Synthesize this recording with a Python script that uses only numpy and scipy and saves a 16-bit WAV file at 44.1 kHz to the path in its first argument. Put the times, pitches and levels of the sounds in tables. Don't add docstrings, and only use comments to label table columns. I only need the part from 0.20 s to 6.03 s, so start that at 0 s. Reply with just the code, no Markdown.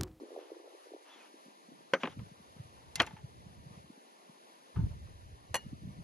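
import sys
import numpy as np
from scipy import signal
from scipy.fft import rfft, irfft, next_fast_len
from scipy.io import wavfile
from scipy.ndimage import uniform_filter1d

SR = 44100
rng = np.random.default_rng(int(sys.argv[2]) if len(sys.argv) > 2 else 0)


def decibels_to_gain(level_db):
    exponent = np.asarray(level_db, float) / 20
    return 10 ** exponent


def generate_wav(signal):
    frames = np.transpose(np.atleast_2d(signal))
    scaled = np.clip(frames, -1, 1) * 32767
    pcm = np.round(scaled).astype(np.int16)
    wavfile.write(sys.argv[1], SR, pcm)


N = 257103
T = np.arange(N) / SR
SIZE = next_fast_len(N)
HZ = np.fft.rfftfreq(SIZE, 1 / SR)

# frequency in Hz, left minus right in dB.
TABLE_BALANCE = [(700, 1), (1500, 1.5), (3000, 3), (5500, 2), (9000, 0.5)]


def column(rows, k, at):
    rows = np.array(rows, float)
    return np.interp(at, rows[:, 0], rows[:, k])


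def at_hz(points, hz):
    points = np.array(points, float)
    return np.interp(np.log(hz + 0.00083), np.log(points[:, 0]), points[:, 1])


def rms_one(x):
    return x / np.sqrt(np.mean(x ** 2) + 1e-30)


def coloured(x, spectrum):
    return rms_one(irfft(rfft(x, SIZE) * decibels_to_gain(at_hz(spectrum, HZ)), SIZE)[:N])


def drift(hz):
    lowpass = signal.butter(2, hz, fs=SR, output="sos")
    return rms_one(signal.sosfilt(lowpass, rng.standard_normal(N + SR))[SR:])


def ring(contact, hz, t60):
    r, w = decibels_to_gain(-60 / (t60 * SR)), 2 * np.pi * hz / SR
    return signal.lfilter([0, np.sin(w)], [1, -2 * r * np.cos(w), r * r], contact + 1e-18)


def blows(events, modes, crack, crack_db, contact_s):
    # frequency in Hz, t60 in seconds.
    crack_t60 = [(200, 0.17), (600, 0.073), (1500, 0.085), (3000, 0.039), (6000, 0.063), (12000, 0.035)]
    out, t = np.zeros((2, N + SR)), np.arange(SR // 4) / SR
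    edges = 140 * 2 ** np.arange(0, 6.6, .5)
    banks = [signal.butter(2, pair, "band", fs=SR, output="sos") for pair in zip(edges, edges[1:])]
    for s, peak_db, hard_db, lasting in events:
        contact = rng.standard_normal((2, len(t))) * np.tanh(t / 0.00009) * np.exp(-t / contact_s)
        rings, rattle = 0, 0
        for hz, level_db, t60 in modes:
            gain = decibels_to_gain(level_db + hard_db * np.log2(hz / 1000) + rng.normal(0, 0.99))
            rings = rings + gain * ring(contact, hz, t60 * lasting)
        for low, sos in zip(edges, banks):
            hz = low * 2 ** .25
            decay = decibels_to_gain(-60 * t / (at_hz(crack_t60, hz) * lasting))
            dying = np.tanh(t / 0.00066) * decay * rng.standard_normal((2, len(t)))
            gain = decibels_to_gain(at_hz(crack, hz) + hard_db * np.log2(hz / 1000))
            rattle = rattle + gain * signal.sosfilt(sos, dying)
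        sound = rings / np.abs(rings).max() + decibels_to_gain(crack_db) * rattle / np.abs(rattle).max()
        at = round(s * SR)
        out[:, at:at + len(t)] += decibels_to_gain(peak_db) * sound / np.abs(sound[0]).max()
    return out[:, :N]


def baking_tray():
    # start in seconds, peak in dB, hardness in dB per octave, ring time factor.
    landing = [
        (1.735, -13.5, 3.5, 1),
        (1.739, -25.5, -1.5, 0.3),
    ]
    settling = [
        (1.833, -20, 0.55, 0.45),
        (1.841, -27.5, 0.26, 1),
        (1.854, -29.5, 1.2, 0.78),
        (1.872, -29.5, 0.82, 0.57),
        (1.991, -45.5, 0.89, .8),
    ]
    # frequency in Hz, level in dB, t60 in seconds.
    tray_modes = [(467, -40.5, 0.02), (536, 7, 0.059), (945, -22, .09), (1045, -1.5, 0.029),
                  (1545, -0.5, 0.053), (3090, -42.5, 0.071), (4450, -11, 0.011), (6065, -32.5, 0.14),
                  (8060, -60, .1)]
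    settle_modes = [(406, -10, 0.053), (520, 13, 0.076), (1130, -7, 0.03), (1630, -4, 0.037),
                    (2750, 5, 0.019), (4200, -31, 0.017)]
    # frequency in Hz, density in dB per Hz.
    tray_crack = [(88, -43), (150, -12.5), (481, -6), (672, -11.5), (1600, -12), (2550, -16), (4520, -43.5),
                  (7040, -41), (8470, -66.5), (12500, -43.5), (16200, -89), (22000, -120)]
    settle_crack = [(88, -34), (150, 2.5), (378, 10), (832, 5), (1170, 5.5), (2210, -3.5), (2710, 3.5),
                    (4610, -46), (9000, -90), (11700, -104), (19800, -120)]
    clank = blows(landing, tray_modes, tray_crack, crack_db=-1.5, contact_s=0.0047)
    return clank + blows(settling, settle_modes, settle_crack, crack_db=18.0, contact_s=0.00093)


def knife_handle():
    # start in seconds, peak in dB, hardness in dB per octave, ring time factor.
    knocks = [
        (2.796, -26, -1, 0.62),
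        (2.8, -10, 0.3, 0.91),
        (2.803, -18.5, -0.06, 1.13),
        (2.828, -36, 0.44, 1.8),
    ]
    rocks = [
        (2.87, -35.5, 0.3, 0.88),
        (2.908, -46.5, 0.25, 1),
        (2.938, -61, 0.3, 0.88),
        (2.965, -44.5, 0.3, 1.36),
        (2.984, -53, 0.33, 1.8),
    ]
    # frequency in Hz, level in dB, t60 in seconds.
    handle_modes = [(696, 4.5, 0.081), (1330, -38, 0.11), (1583, 3, 0.036), (1830, -9, 0.024),
                    (2040, -15, 0.11), (2140, -12, .065), (2417, 4, 0.049), (3140, 2, 0.02),
                    (3220, 10.5, 0.013), (4230, -3, 0.053), (6230, -5.5, .015), (10430, -24, .06)]
    rock_modes = [(860, 0, 0.048), (1770, -5.5, 0.027), (2420, -18, .03)]
    # frequency in Hz, density in dB per Hz.
    handle_crack = [(88, -47), (150, -20.5), (624, -6), (2790, -7), (3180, 1), (3690, -19), (4200, -17),
                    (8020, -58), (11000, -48), (12500, -82), (16200, -112), (22000, -120)]
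    knock = blows(knocks, handle_modes, handle_crack, crack_db=1.0, contact_s=0.0036)
    return knock + blows(rocks, rock_modes, handle_crack, crack_db=-3.5, contact_s=0.0016)


def knife_blade():
    # start in seconds, peak in dB, hardness in dB per octave, ring time factor.
    ticks = [
        (2.7556, -20.5, 0.38, 0.64),
        (2.818, -27.5, 0.4, 0.71),
        (2.8639, -39.5, 0.4, 0.91),
    ]
    # frequency in Hz, level in dB, t60 in seconds.
    blade_modes = [(2067, -2.5, 0.16), (2740, 3, 0.059), (4300, -17, 0.018), (6300, -26, 0.017),
                   (6880, 5.5, 0.016), (7700, -27, 0.03)]
    # frequency in Hz, density in dB per Hz.
    blade_crack = [(240, -44), (400, -14), (2070, -15), (4760, -1.5), (5190, -6.5), (6930, -5), (8230, -22),
                   (10700, -4), (12500, -27), (16200, -57), (22000, -120)]
    return blows(ticks, blade_modes, blade_crack, crack_db=6.0, contact_s=0.0039)


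def bottle_neck():
    # start in seconds, peak in dB, hardness in dB per octave, ring time factor.
    taps = [
        (5.343, -18, 0.17, 0.43),
        (5.346, -23.5, 0.13, 1),
        (5.353, -20, 0.091, 0.74),
        (5.359, -25.5, 0.15, 0.93),
        (5.365, -29.5, 0.067, 1.4),
    ]
    # frequency in Hz, level in dB, t60 in seconds.
    neck_modes = [(890, -23, 0.062), (944, 3.5, 0.0072), (1735, -26, 0.27), (1886, 1, 0.046),
                  (2875, -20, 0.24), (3280, -43.5, 0.046), (4250, -17, 0.12), (6000, -11, 0.047),
                  (6500, -16, 0.064), (7810, -6.5, 0.022), (10880, 0.5, 0.01)]
    # frequency in Hz, density in dB per Hz.
    neck_crack = [(180, -30.5), (300, -15.5), (923, -3), (1500, -8.5), (1890, -9.5), (2140, -14), (2930, 0),
                  (3820, -15.5), (6100, -17), (12500, -3), (16200, -57), (22000, -120)]
    return blows(taps, neck_modes, neck_crack, crack_db=-5.0, contact_s=0.0013)


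def cork():
    # start in seconds, peak in dB, hardness in dB per octave, ring time factor.
    pops = [
        (4.56, -43, 0.1, 2.6),
        (4.571, -50.5, 0.11, 4),
    ]
    # frequency in Hz, level in dB, t60 in seconds.
    cork_modes = [(892, -14, 0.13), (1232, 6, 0.023), (1680, -18, .05)]
    # frequency in Hz, density in dB per Hz.
    cork_crack = [(440, -56.5), (750, -10), (1140, 8), (2020, -27), (2410, -13), (5000, -24), (6500, -46),
                  (11000, -120)]
    return blows(pops, cork_modes, cork_crack, crack_db=-3.5, contact_s=0.0025)


def drags():
    # time in seconds, level in dB.
    strokes = [
        [(0.17, -68), (0.32, -76)],
        [(0.83, -77), (0.898, -64.5), (1.1, -69.5)],
        [(1.795, -51), (1.876, -65.5), (1.95, -63)],
        [(2.76, -53), (3.0, -84)],
    ]
    # frequency in Hz, density in dB per Hz.
    drag_colour = [(350, -60), (600, -8), (825, -4), (1380, -9), (3340, -8.5), (3820, -14.5), (4360, -21.5),
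                   (7000, -20.5), (9100, -55), (15400, -120)]
    level = 0
    for rows in strokes:
        to_nearest_end = np.minimum(T - rows[0][0], rows[-1][0] - T)
        level = level + decibels_to_gain(column(rows, 1, T)) * np.clip(to_nearest_end / 0.024, 0, 1)
    catches = rng.standard_normal((2, N)) * decibels_to_gain(0.9 * drift(134))
    return decibels_to_gain(5.0) * level * np.array([coloured(c, drag_colour) for c in catches])


def squeak():
    # time in seconds, pitch in Hz, level in dB.
    whistle = [
        (.87, 3350, -88),
        (.9, 3480, -67),
        (.94, 3420, -60),
        (.97, 3200, -72),
        (1.0, 2600, -65),
        (1.02, 2500, -68),
        (1.05, 2420, -72),
    ]
    phase = 2 * np.pi * np.cumsum(column(whistle, 1, T) + 40 * drift(65)) / SR
    sounding = (T > whistle[0][0]) & (T < whistle[-1][0])
    return sounding * decibels_to_gain(column(whistle, 2, T) + 3.4 * drift(42)) * np.sin(phase)


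def shed():
    # start in seconds, length in seconds, peak in dB, pitch in Hz.
    flurries = [(.001, 0.056, -38.5, 419), (0.088, 0.11, -40, 359.4), (0.151, 0.051, -31, 461),
                (0.202, 0.041, -42.5, 470), (.305, .028, -33.5, 484), (0.465, 0.028, -40.5, 464),
                (0.662, 0.013, -42.5, 430), (.709, .062, -37.5, 469), (1.975, 0.066, -35, 164),
                (2.784, 0.056, -37.5, 111), (2.917, 0.04, -39.5, 127), (4.577, 0.09, -21.5, 116.2),
                (4.688, 0.045, -37, 98), (4.789, 0.076, -42.5, 78.1), (5.019, 0.052, -46, 79),
                (5.452, 0.032, -37.5, 148), (5.625, 0.1, -37, 170.6), (5.781, 0.041, -40.5, 169)]
    pause_s, spacing_cycles, uneven = .007, 1.9, 0.2026
    edge_db, spread_db = 7, 2
    pitch_spread, sag = 0.19, 0.072
    rows, chance = [], rng.normal(0, 1, (len(flurries), 8, 6))
    for (start, length, peak_db, hz), draws in zip(flurries, chance):
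        s = start
        for late, strong, sharp, *shape in draws:
            along = 2 * (s - start) / length - 1
            if along > 1:
                break
            pitch = hz * np.exp(pitch_spread * sharp - sag * along)
            rows.append((s, peak_db - edge_db * along ** 2 + spread_db * strong, pitch, *shape))
            s += (pause_s + spacing_cycles / hz) * np.exp(uneven * late)
    return rows


def eddies():
    # time in seconds, peak in dB, pitch in Hz.
    bursts = [(.369, -42, 443), (.402, -42, 373), (.526, -53, 475), (.55, -42.5, 420), (.962, -52, 317),
              (1.144, -46.5, 302), (1.264, -48.5, 240), (1.285, -49, 275), (1.49, -50.5, 242),
              (1.522, -42.5, 252), (1.609, -52.5, 323), (1.902, -46, 181), (2.12, -47, 168),
              (2.205, -49, 202), (2.369, -45.5, 175), (2.405, -37, 124), (2.457, -49.5, 127),
              (2.641, -56.5, 170), (3.047, -34, 121), (3.27, -41.5, 160), (3.471, -39, 121),
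              (3.512, -44, 162), (3.579, -42, 155), (3.648, -48.5, 160), (3.704, -42.5, 246),
              (3.779, -49, 260), (4.099, -44.5, 203), (5.135, -42.5, 78.6), (5.315, -39.5, 89),
              (5.533, -33.5, 225)]
    wake_db, wake_pitch, wake_lag_cycles = -8, 0.72, .8
    out, t = np.zeros((2, N + SR)), np.arange(-SR // 16, SR // 16) / SR
    lone = np.hstack([bursts, rng.normal(0, 1, (len(bursts), 3))])
    port_phase, port_side = np.array([[.15], [-.15]]), np.array([[1], [-1]])
    for s, peak_db, hz, pan, turn, size in [*lone, *shed()]:
        cycles = hz * t
        bell = 1 / np.cosh(cycles / (0.48 * decibels_to_gain(0.43 * size)))
        sagging = cycles - 0.12 * cycles * np.clip(cycles, -3, 3)
        flick = bell * np.cos(2 * np.pi * sagging + 3 * turn + port_phase)
        slow = wake_pitch * (cycles - wake_lag_cycles)
        wake = decibels_to_gain(wake_db) * np.cos(2 * np.pi * slow + 3 * size) / np.cosh(slow / 0.21)
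        at = round(s * SR)
        out[:, at:at + len(t)] += decibels_to_gain(peak_db + 0.65 * pan * port_side) * (flick + wake)
    return out[:, SR // 16:SR // 16 + N]


def wind_filter(x, top):
    # time in seconds, low cut in Hz, top of the wind noise in Hz.
    filter_moves = [(0, 205, 587), (.2, 310.5, 670), (.8, 296, 658), (.95, 216, 456), (1.4, 172.7, 380),
                    (1.8, 140, 343), (1.88, 78.4, 276), (2.3, 66.8, 204.4), (3.68, 66, 237.6),
                    (3.76, 184, 336), (4.49, 130, 320), (4.55, 54, 268), (4.7, 52, 196), (5.0, 48, 148.4),
                    (5.4, 60.5, 230), (5.83, 66.4, 256)]
    hz, s, frames = signal.stft(x, SR, nperseg=2048)
    hz = hz[:, None] + 1e-3
    cut_hz = column(filter_moves, 1, s)
    gain = 1 / np.sqrt(1 + (cut_hz / hz) ** (2.6 + cut_hz / 18))
    if top:
        gain = gain / np.sqrt(1 + (hz / column(filter_moves, 2, s)) ** 5.9) / hz ** 1.06
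        gain = gain / np.sqrt(np.mean(gain ** 2, axis=0))
    return signal.istft(frames * gain, SR, nperseg=2048)[1][..., :N]


def buffeting():
    # time in seconds, level in dB.
    gust = [(0, -55), (.2, -51), (.78, -66.5), (.86, -69), (1.3, -87), (1.52, -54), (1.72, -75),
            (1.93, -54), (2.02, -40), (2.1, -63.5), (2.9, -54), (3.55, -52.5), (3.8, -75.5), (4.52, -92),
            (4.57, -26.5), (4.75, -42.5), (5.2, -56), (5.83, -45.5)]
    lumps = decibels_to_gain(1.9 * drift(12) + 1.5 * drift(33))
    shared, own = rng.standard_normal(N), rng.standard_normal(N)
    pair = wind_filter(np.array([shared + 0.6 * own, shared - 0.7 * own]) * lumps, top=True)
    return decibels_to_gain(column(gust, 1, T) - 3.0) * rms_one(pair)


def ports(x, other, table, balance):
    alike = np.clip(column(table, 2, HZ), 0, 1)
    lean = decibels_to_gain(at_hz(balance, HZ) / 2)
    left = rfft(x, SIZE)
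    mixed = alike * left + np.sqrt(1 - alike ** 2) * rfft(other, SIZE)
    right = mixed * np.exp(1j * column(table, 1, HZ))
    return irfft(np.array([left * lean, right / lean]), SIZE)[:, :N]


def field():
    # frequency in Hz, density in dB per Hz in each channel.
    field_colour = [(100, -14.5), (250, 1), (600, 1), (1000, 2), (1600, -7), (2300, -10.5), (4000, -11),
                    (5500, -14), (7000, -15.5), (9000, -11), (11300, -13.5), (11900, -14.5), (12300, -57)]
    # frequency in Hz, lead of the right port in radians, likeness of the ports from 0 to 1.
    field_ports = [(100, 0, .8), (350, .6, .4), (800, 3.0, .62), (1250, 3.1, .72), (1600, 3.0, .6),
                   (1900, .4, .3), (2300, 0, .85), (3500, -2.9, .55), (4500, -.3, .65), (5200, -1.4, .3),
                   (5300, 2.4, .4), (5700, 2.7, .6), (6700, .8, .45), (7400, 3.0, .9), (10000, 3.3, .9),
                   (10600, 4.5, .8), (12000, 6.2, .8)]
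    one, twin = (coloured(w, field_colour) for w in rng.standard_normal((2, N)))
    return decibels_to_gain(-59 + 0.69 * drift(4.5)) * ports(one, twin, field_ports, TABLE_BALANCE)


def joint_stereo(x, low_drop_db, high_drop_db, side_drop_db, quiet_db, grain_db):
    hz, s, frames = signal.stft([x[0] + x[1], x[0] - x[1]], SR, nperseg=2048)
    hz, power = hz[:1024, None], np.abs(frames[:, :1024]) ** 2
    bands = uniform_filter1d(power.reshape(2, 128, 8, -1).mean(2), size=3, axis=1) + 1e-20
    both, apart = np.repeat(bands, 8, axis=1)
    limit_db = quiet_db + np.interp(hz, [800, 2500], [14, 0])
    quiet = (hz > 600) & (np.minimum(both, apart) < decibels_to_gain(2 * limit_db))
    busy_db = np.clip(.3 * (10 * np.log10(power[0].sum(0) + 1e-20) + 56), 0, 3)
    whim = uniform_filter1d(rng.normal(0, 2.6, bands.shape[1:]), size=2, axis=1)
    whim_db = np.repeat(whim, 8, axis=0)
    mid_drop_db = np.interp(hz, [6000, 7500], [low_drop_db, high_drop_db]) - busy_db + whim_db
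    mid_hidden = both < apart * decibels_to_gain(-2 * mid_drop_db)
    side_hidden = (hz > 1500) & (apart < both * decibels_to_gain(-2 * (side_drop_db - whim_db)))
    frames[0, :1024] *= ~(quiet & mid_hidden)
    frames[1, :1024] *= ~(quiet & side_hidden)
    weak = uniform_filter1d(power, size=3, axis=1) < np.maximum(both, apart) * decibels_to_gain(-2 * grain_db)
    frames[:, :1024] *= ~(quiet & weak)
    both, apart = signal.istft(frames, SR, nperseg=2048)[1][:, :N]
    return np.array([both + apart, both - apart]) / 2


def scene():
    # frequency in Hz, lead of the right port in radians, likeness of the ports from 0 to 1.
    table_ports = [(100, 0, .98), (2000, -.2, .96), (3700, -1.2, .8), (5200, -.5, .8), (6000, .8, .8),
                   (7200, 1.8, .75), (8300, 3.1, .85), (9600, 3.3, .85), (10400, 4.2, .85),
                   (12000, 5.6, .8)]
    table = baking_tray() + knife_handle() + knife_blade() + bottle_neck() + cork()
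    table += drags() + squeak()
    return ports(*table, table_ports, TABLE_BALANCE) + buffeting() + eddies() + field()


def low_pass(x):
    return signal.sosfilt(signal.butter(12, 12890, fs=SR, output="sos"), x)


def record(dry):
    top_cut = signal.cheby2(10, 60, 12500 + 600, fs=SR, output="sos")
    cut = signal.sosfilt(top_cut, wind_filter(dry, top=False))
    joined = joint_stereo(cut, low_drop_db=8, high_drop_db=3.5, side_drop_db=7, quiet_db=-92, grain_db=7)
    return low_pass(joined)


dry = scene()
out = record(dry)
generate_wav(out)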